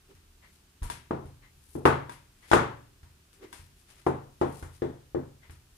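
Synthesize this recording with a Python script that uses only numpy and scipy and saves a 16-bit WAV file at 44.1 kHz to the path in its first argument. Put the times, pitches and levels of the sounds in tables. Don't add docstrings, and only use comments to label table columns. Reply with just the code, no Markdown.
import sys
import numpy as np
from scipy import signal
from scipy.fft import rfft, irfft, next_fast_len
from scipy.io import wavfile
from scipy.ndimage import uniform_filter1d

SR = 44100
rng = np.random.default_rng(int(sys.argv[2]) if len(sys.argv) > 2 else 0)


def to_wav(s):
    ch = np.atleast_2d(s).T
    pcm = np.round(np.clip(ch, -1, 1) * 32767)
    wavfile.write(sys.argv[1], SR, pcm.astype(np.int16))


N = 254475

# start_s, level_db, corner_hz, boom_db, snap_db, snap_tilt_db_per_octave
HAND_SLAPS = [(1.1084, -20, 738, 9, -30.5, -6), (1.753, -28.5, 489, -13, -32, 0),
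              (1.8541, -2, 1180, 3, -35.5, 7.5), (2.515, -8.5, 1313, 12, -11, -5),
              (2.5328, -1.5, 1210, 13.5, -23, 1.5), (4.0652, -14.5, 810, 24, -35, 4.5),
              (4.4133, -15, 830, 25.5, -26.5, -2.5), (4.626, -32, 1410, 7, -14, 4),
              (4.8201, -23.5, 572, 28, -21, -8.5), (5.1471, -25.5, 510, 30, -30.5, -16),
              (5.4970, -40, 2100, -2.5, -16, -5)]
# start_s, level_db
AIR_POPS = [(1.1112, -11.5), (1.8582, -3), (4.0699, -6.5)]
# start_s, level_db, corner_hz
LEANS = [(0.145, -57, 87), (0.817, -28, 41.6), (.895, -45.5, 116), (1.251, -45.5, 101),
         (1.574, -62.5, 104.5), (3.029, -50.5, 75), (3.593, -50, 78.5), (4.624, -40.5, 84.5),
         (5.495, -47.5, 79.4)]
# start_s, level_db, tilt_db_per_octave, knock_db
SKIN_PEELS = [(0.151, -31.5, -1, 0), (0.822, -15.5, -7, -5), (.8308, -14.5, 3.5, 13.5), (.877, -23, -2, -5),
              (0.9, -5.5, -0.5, 19.5), (0.916, -16.5, 0, 13), (1.257, -28.5, -0.5, -1),
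              (2.0950, -14, -3, 21), (2.121, -18.5, 0, 15), (3.031, -28, -3, 0), (3.33, -28, 2, -11.5),
              (3.528, -13, -0.5, 16), (5.5075, -24.5, 1.5, -2)]
# fastest_s, level_db, run_up_s, tilt_db_per_octave
PALM_STROKES = [(0.55, -67, 0.084, -0.5), (1.76, -59, 0.11, 5.5), (2.51, -55.5, 0.068, -2.5),
                (3.6, -56.5, 0.056, -0.5), (3.8, -64.5, .03, 1.5), (3.904, -57.5, .018, -3),
                (4.001, -61, 0.049, -3.5), (4.59, -55, 0.11, 1), (4.75, -60.5, 0.029, 0.5),
                (5.77, -67.5, 0.064, 1.5)]
# loudest_s, level_db, width_s
DOUGH_SCUFFS = [(0.112, -53.5, 0.015), (3.441, -46, 0.013), (3.483, -59, 0.075)]

# pitch_hz, gain_db, t60_s (time to fade by 60 dB)
COUNTER_MODES = [(38, 1, 0.24), (62, 5.5, 0.54), (76.8, 3.5, 0.91), (86.6, 16.5, .4), (115.6, 14.5, 0.71),
                 (138.7, 20.5, 0.54), (172.5, 11.5, .35), (223.5, 6, 0.44), (248, 15, 0.32),
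                 (283, 5.5, 0.75), (314.1, 17.5, .25), (339, 12.5, 0.2), (347, 18, 0.34), (387.3, 15, .25),
                 (395, 5.5, 0.26), (460, 9, .3), (447, 10, 0.35), (511, 10, 0.38), (566, 11.5, 0.53),
                 (644, 13, 0.3), (740, 13, 0.25), (807, 16, 0.33), (853, 16, .4), (928, 17, 0.31),
                 (960, 15, 0.25), (1043, 19.5, 0.3), (1260, 15.5, .33), (1347, 16.5, .33),
                 (1444, 16.5, 0.32), (1502, 17.5, 0.32)]
SLAB_MODES = [(200, -9.5, .12), (262.4, -4, 0.15), (351.8, -0.5, .1), (442, -4.5, .09), (600, -4.5, .13)]
HOLLOW_MODES = [(960, 7, 0.06), (1598, -0.5, 0.16), (3480, -7.5, 0.087)]

# frequency_hz, level_db
SNAP_COLOUR = [(300, -14), (1000, -2.5), (1900, 7.5), (2700, -5.5), (3400, 7), (4500, -2.5), (7000, 2.5),
               (10000, 1), (12500, -9.5), (16000, -31.5)]
PEEL_COLOUR = [(100, -7), (250, 5), (500, -1.5), (1000, 4), (2000, 5.5), (4000, 0), (7000, -2.5),
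               (10000, 4.5), (12500, -6.5), (16000, -25.5)]
PALM_COLOUR = [(300, -10.5), (1000, -11.5), (2000, -4.5), (4000, -5), (7000, -6), (10000, 0.5), (12500, -9),
               (16000, -21)]
DOUGH_COLOUR = [(100, -13), (250, -3), (390, 10), (600, -9), (1500, -11), (4000, -19.5), (16000, -33)]
TICK_COLOUR = [(200, -26.5), (500, -12.5), (900, -10), (1650, -10.5), (2050, 0), (2500, -14.5),
               (3200, -13.5), (5000, -24), (16000, -37)]
KITCHEN_COLOUR = [(40, -31), (130, 1), (250, 0), (400, 6.5), (620, -2), (850, 2.5), (1550, 4), (2500, 5),
                  (3400, 7.5), (8000, 13), (16000, -9.5)]
AIR_COLOUR = [(15, -33.5), (25, 3.5), (92, -6), (309, -17), (394, -14.5), (476, -24), (1560, -22.5),
              (2050, -25.5), (2610, -23), (3430, -24.5), (9320, -27.5), (14400, -31), (16000, -40.5)]

# delay_s, level_db
NEAR_ECHOES = [(.0016, -13), (.0043, -4), (.0068, -11.5)]
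# frequency_hz, t60_s
ROOM_DECAY = [(60, .6), (160, 0.47), (420, 0.37), (1100, 0.41), (2900, 0.42), (8000, 0.3), (15000, 0.23)]
# frequency_hz, likeness (0 to 1)
STEREO_LIKENESS = [(60, 1), (150, 0.96), (300, .75), (600, 0.17), (1200, 0.074), (16000, 0.022)]
# frequency_hz, gain_db (anything above 0 counts as 0)
RIGHT_SHADOW = [(100, 4.5), (350, -2), (550, -3.5), (1100, -4), (3000, -6), (6000, -4), (9500, -14.5),
                (16000, -17)]

EVENT_SAMPLES = SR


def slaps(usual_corner_hz=800):
    out = np.zeros((2, N))
    for start_s, level_db, corner_hz, boom_db, snap_db, tilt_db in HAND_SLAPS:
        force = -from_db(level_db) * pulse(corner_hz, order=3)
        add(out, start_s, blow(force, hardness_octaves=np.log2(corner_hz / usual_corner_hz)))
        boom = sum(resonate(resonate(force, [mode]), [mode]) for mode in SLAB_MODES)
        add(out, start_s, from_db(boom_db) * to_stereo(boom))
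        snap = skin_crackle(tilted(SNAP_COLOUR, tilt_db), t60_s=0.04, direct_db=-5)
        add(out, start_s, force.sum() * from_db(snap_db) * snap)
    return out


def blow(force, hardness_octaves):
    puff_gain = from_db(-4.5 + 6 * hardness_octaves)
    ring_gain = from_db(0.5 - 4 * hardness_octaves)
    room_gain = from_db(8.5 - 4 * hardness_octaves)
    puff = cut_bass(force, corner_hz=330, order=1)
    near = puff + sum(from_db(db) * delayed(puff, delay_s) for delay_s, db in NEAR_ECHOES)
    tail = kitchen_echo(KITCHEN_COLOUR)
    scatter = from_db(-3) * noise(KITCHEN_COLOUR, EVENT_SAMPLES) * fade(t60_s=0.048)
    room = echoed(puff, tail + scatter)
    return to_stereo(puff_gain * near + ring_gain * resonate(force, COUNTER_MODES)) + room_gain * room


def air_pops(room_db=-10):
    out = np.zeros((2, N))
    puff = cut_bass(pulse(corner_hz=1015, order=4), corner_hz=280, order=1)
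    for start_s, level_db in AIR_POPS:
        room = echoed(puff, kitchen_echo(KITCHEN_COLOUR))
        add(out, start_s, from_db(level_db) * (puff + from_db(room_db) * room))
    return out


def cabinet_thuds(give_db=-5, ring_db=6):
    out = np.zeros((2, N))
    for start_s, level_db, corner_hz in LEANS:
        force = -from_db(level_db) * pulse(corner_hz, order=3)
        give = from_db(give_db) * cut_bass(force, corner_hz=35, order=2)
        ring = from_db(ring_db) * resonate(force, COUNTER_MODES)
        add(out, start_s, to_stereo(give + ring))
    return out


def skin_peels(hollow_db=-1):
    out = np.zeros((2, N))
    knock = to_stereo(resonate(signal.unit_impulse(EVENT_SAMPLES), HOLLOW_MODES))
    for start_s, level_db, tilt_db, knock_db in SKIN_PEELS:
        click = skin_crackle(tilted(PEEL_COLOUR, tilt_db), t60_s=0.02, direct_db=-6.5)
        hollow = from_db(hollow_db) * resonate(click, HOLLOW_MODES)
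        add(out, start_s, from_db(level_db) * (click + hollow + from_db(knock_db) * knock))
    return out


def skin_crackle(colour, t60_s, direct_db, grain_db=4):
    grain = uniform_filter1d(rng.standard_normal(EVENT_SAMPLES), size=24)
    shape = fade(t60_s) * from_db(grain_db * grain / grain.std())
    burst = noise(colour, EVENT_SAMPLES)[0] * shape / np.linalg.norm(shape)
    return from_db(direct_db) * to_stereo(burst) + kitchen_echo(colour)


def rubbing(stop_s=0.05, grain_db=2.5, hiss_boost_db=3):
    t, hiss = np.arange(N) / SR, 0
    for fastest_s, level_db, run_up_s, tilt_db in PALM_STROKES:
        speed = np.exp(-np.maximum((fastest_s - t) / run_up_s, (t - fastest_s) / stop_s))
        hiss = hiss + from_db(level_db) * speed * steady_noise(tilted(PALM_COLOUR, tilt_db))
    grain = uniform_filter1d(rng.standard_normal(N), size=200)
    flutter = from_db(hiss_boost_db + grain_db * grain / grain.std())
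    swells = sum(from_db(level_db) * np.exp(-.5 * ((t - loudest_s) / width_s) ** 2)
                 for loudest_s, level_db, width_s in DOUGH_SCUFFS)
    return flutter * hiss + swells * steady_noise(DOUGH_COLOUR)


def clock(first_s=0.412, rise_s=0.034, level_db=-57):
    since_tick_s = (np.arange(N) / SR - first_s) % 1
    age = since_tick_s / rise_s
    swell = (age * np.exp(1 - age)) ** 2
    return from_db(level_db) * swell * steady_noise(TICK_COLOUR)


def background(air_db=-61, hum_hz=75.4, hum_db=-69, whine_hz=9292, whine_db=-89):
    t = np.arange(N) / SR
    hum, whine = np.sqrt(2) * np.sin(2 * np.pi * np.outer([hum_hz, whine_hz], t))
    return from_db(air_db) * steady_noise(AIR_COLOUR) + from_db(hum_db) * hum + from_db(whine_db) * whine


def kitchen_echo(colour, build_s=0.0036):
    spectrum = rfft(noise(colour, EVENT_SAMPLES))
    hz = np.fft.rfftfreq(EVENT_SAMPLES, 1 / SR)
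    centres_hz, t60s = np.transpose(ROOM_DECAY)
    bands = [at_hz(np.c_[centres_hz, weights], hz) for weights in np.eye(len(centres_hz))]
    tail = sum(irfft(spectrum * band, EVENT_SAMPLES) * fade(t60_s) for band, t60_s in zip(bands, t60s))
    return tail * (1 - np.exp(-np.arange(EVENT_SAMPLES) / SR / build_s))


def echoed(sound, echo):
    return signal.fftconvolve(echo, sound[None], axes=1)[:, :EVENT_SAMPLES]


def to_stereo(sound, lag_s=0.0006):
    return np.array([sound, delayed(sound, lag_s)])


def shadowed(sound):
    left, right = sound
    gain_db = np.minimum(at_hz(RIGHT_SHADOW, np.fft.rfftfreq(2 * N, 1 / SR)), 0)
    return np.array([left, irfft(rfft(right, 2 * N) * from_db(gain_db))[:N]])


def pulse(corner_hz, order):
    soften = signal.butter(order, corner_hz, fs=SR, output="sos")
    shape = signal.sosfilt(soften, signal.unit_impulse(EVENT_SAMPLES) + 1e-18)
    return shape / shape.max()


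def resonate(sound, modes):
    out = 0
    for pitch_hz, gain_db, t60_s in modes:
        decay = np.exp(-np.log(1000) / (t60_s * SR))
        feedback = [1, -2 * decay * np.cos(2 * np.pi * pitch_hz / SR), decay ** 2]
        ring = signal.lfilter([1, 0, -1], feedback, sound + 1e-18)
        out = out + from_db(gain_db) * (1 - decay ** 2) / 2 * ring
    return out


def noise(colour, size):
    hz = np.fft.rfftfreq(2 * next_fast_len(size // 2 + 1), 1 / SR)
    mid, side = rfft(rng.standard_normal((2, 2 * len(hz) - 2)))
    alike = np.clip(at_hz(STEREO_LIKENESS, hz), 0, 1)
    both = np.sqrt((1 + alike) / 2) * mid + np.sqrt((1 - alike) / 2) * side * [[1], [-1]]
    return irfft(both * from_db(at_hz(colour, hz)))[:, :size]


def steady_noise(colour):
    sound = noise(colour, N)
    return sound / sound.std()


def fade(t60_s):
    shape = np.exp(-np.log(1000) * np.arange(EVENT_SAMPLES) / SR / t60_s)
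    return shape / np.linalg.norm(shape)


def tilted(colour, tilt_db, pivot_hz=3000):
    return [(hz, db + tilt_db * np.log2(max(hz, 1000) / pivot_hz)) for hz, db in colour]


def cut_bass(sound, corner_hz, order):
    return signal.sosfilt(signal.butter(order, corner_hz, "high", fs=SR, output="sos"), sound)


def delayed(sound, delay_s):
    samples = np.arange(len(sound))
    return np.interp(samples - delay_s * SR, samples, sound, left=0)


def add(out, start_s, sound):
    start = max(round(start_s * SR), 0)
    out[:, start:start + sound.shape[-1]] += sound[..., :N - start]


def at_hz(table, hz):
    row_hz, values = np.transpose(table)
    return np.interp(np.log(np.maximum(hz, 1)), np.log(row_hz), values)


def from_db(db):
    return 10 ** (np.asarray(db) / 20)


def scene():
    sources = slaps() + air_pops() + cabinet_thuds() + skin_peels() + rubbing() + clock()
    return shadowed(sources) + background()


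def record(dry, rumble_hz=29, top_hz=15500):
    lean = cut_bass(dry, rumble_hz, order=2)
    rounded = lean / (1 + lean ** 4) ** (1 / 4)
    return signal.sosfilt(signal.ellip(10, .1, 80, top_hz, fs=SR, output="sos"), rounded)


dry = scene()
out = record(dry)
to_wav(out)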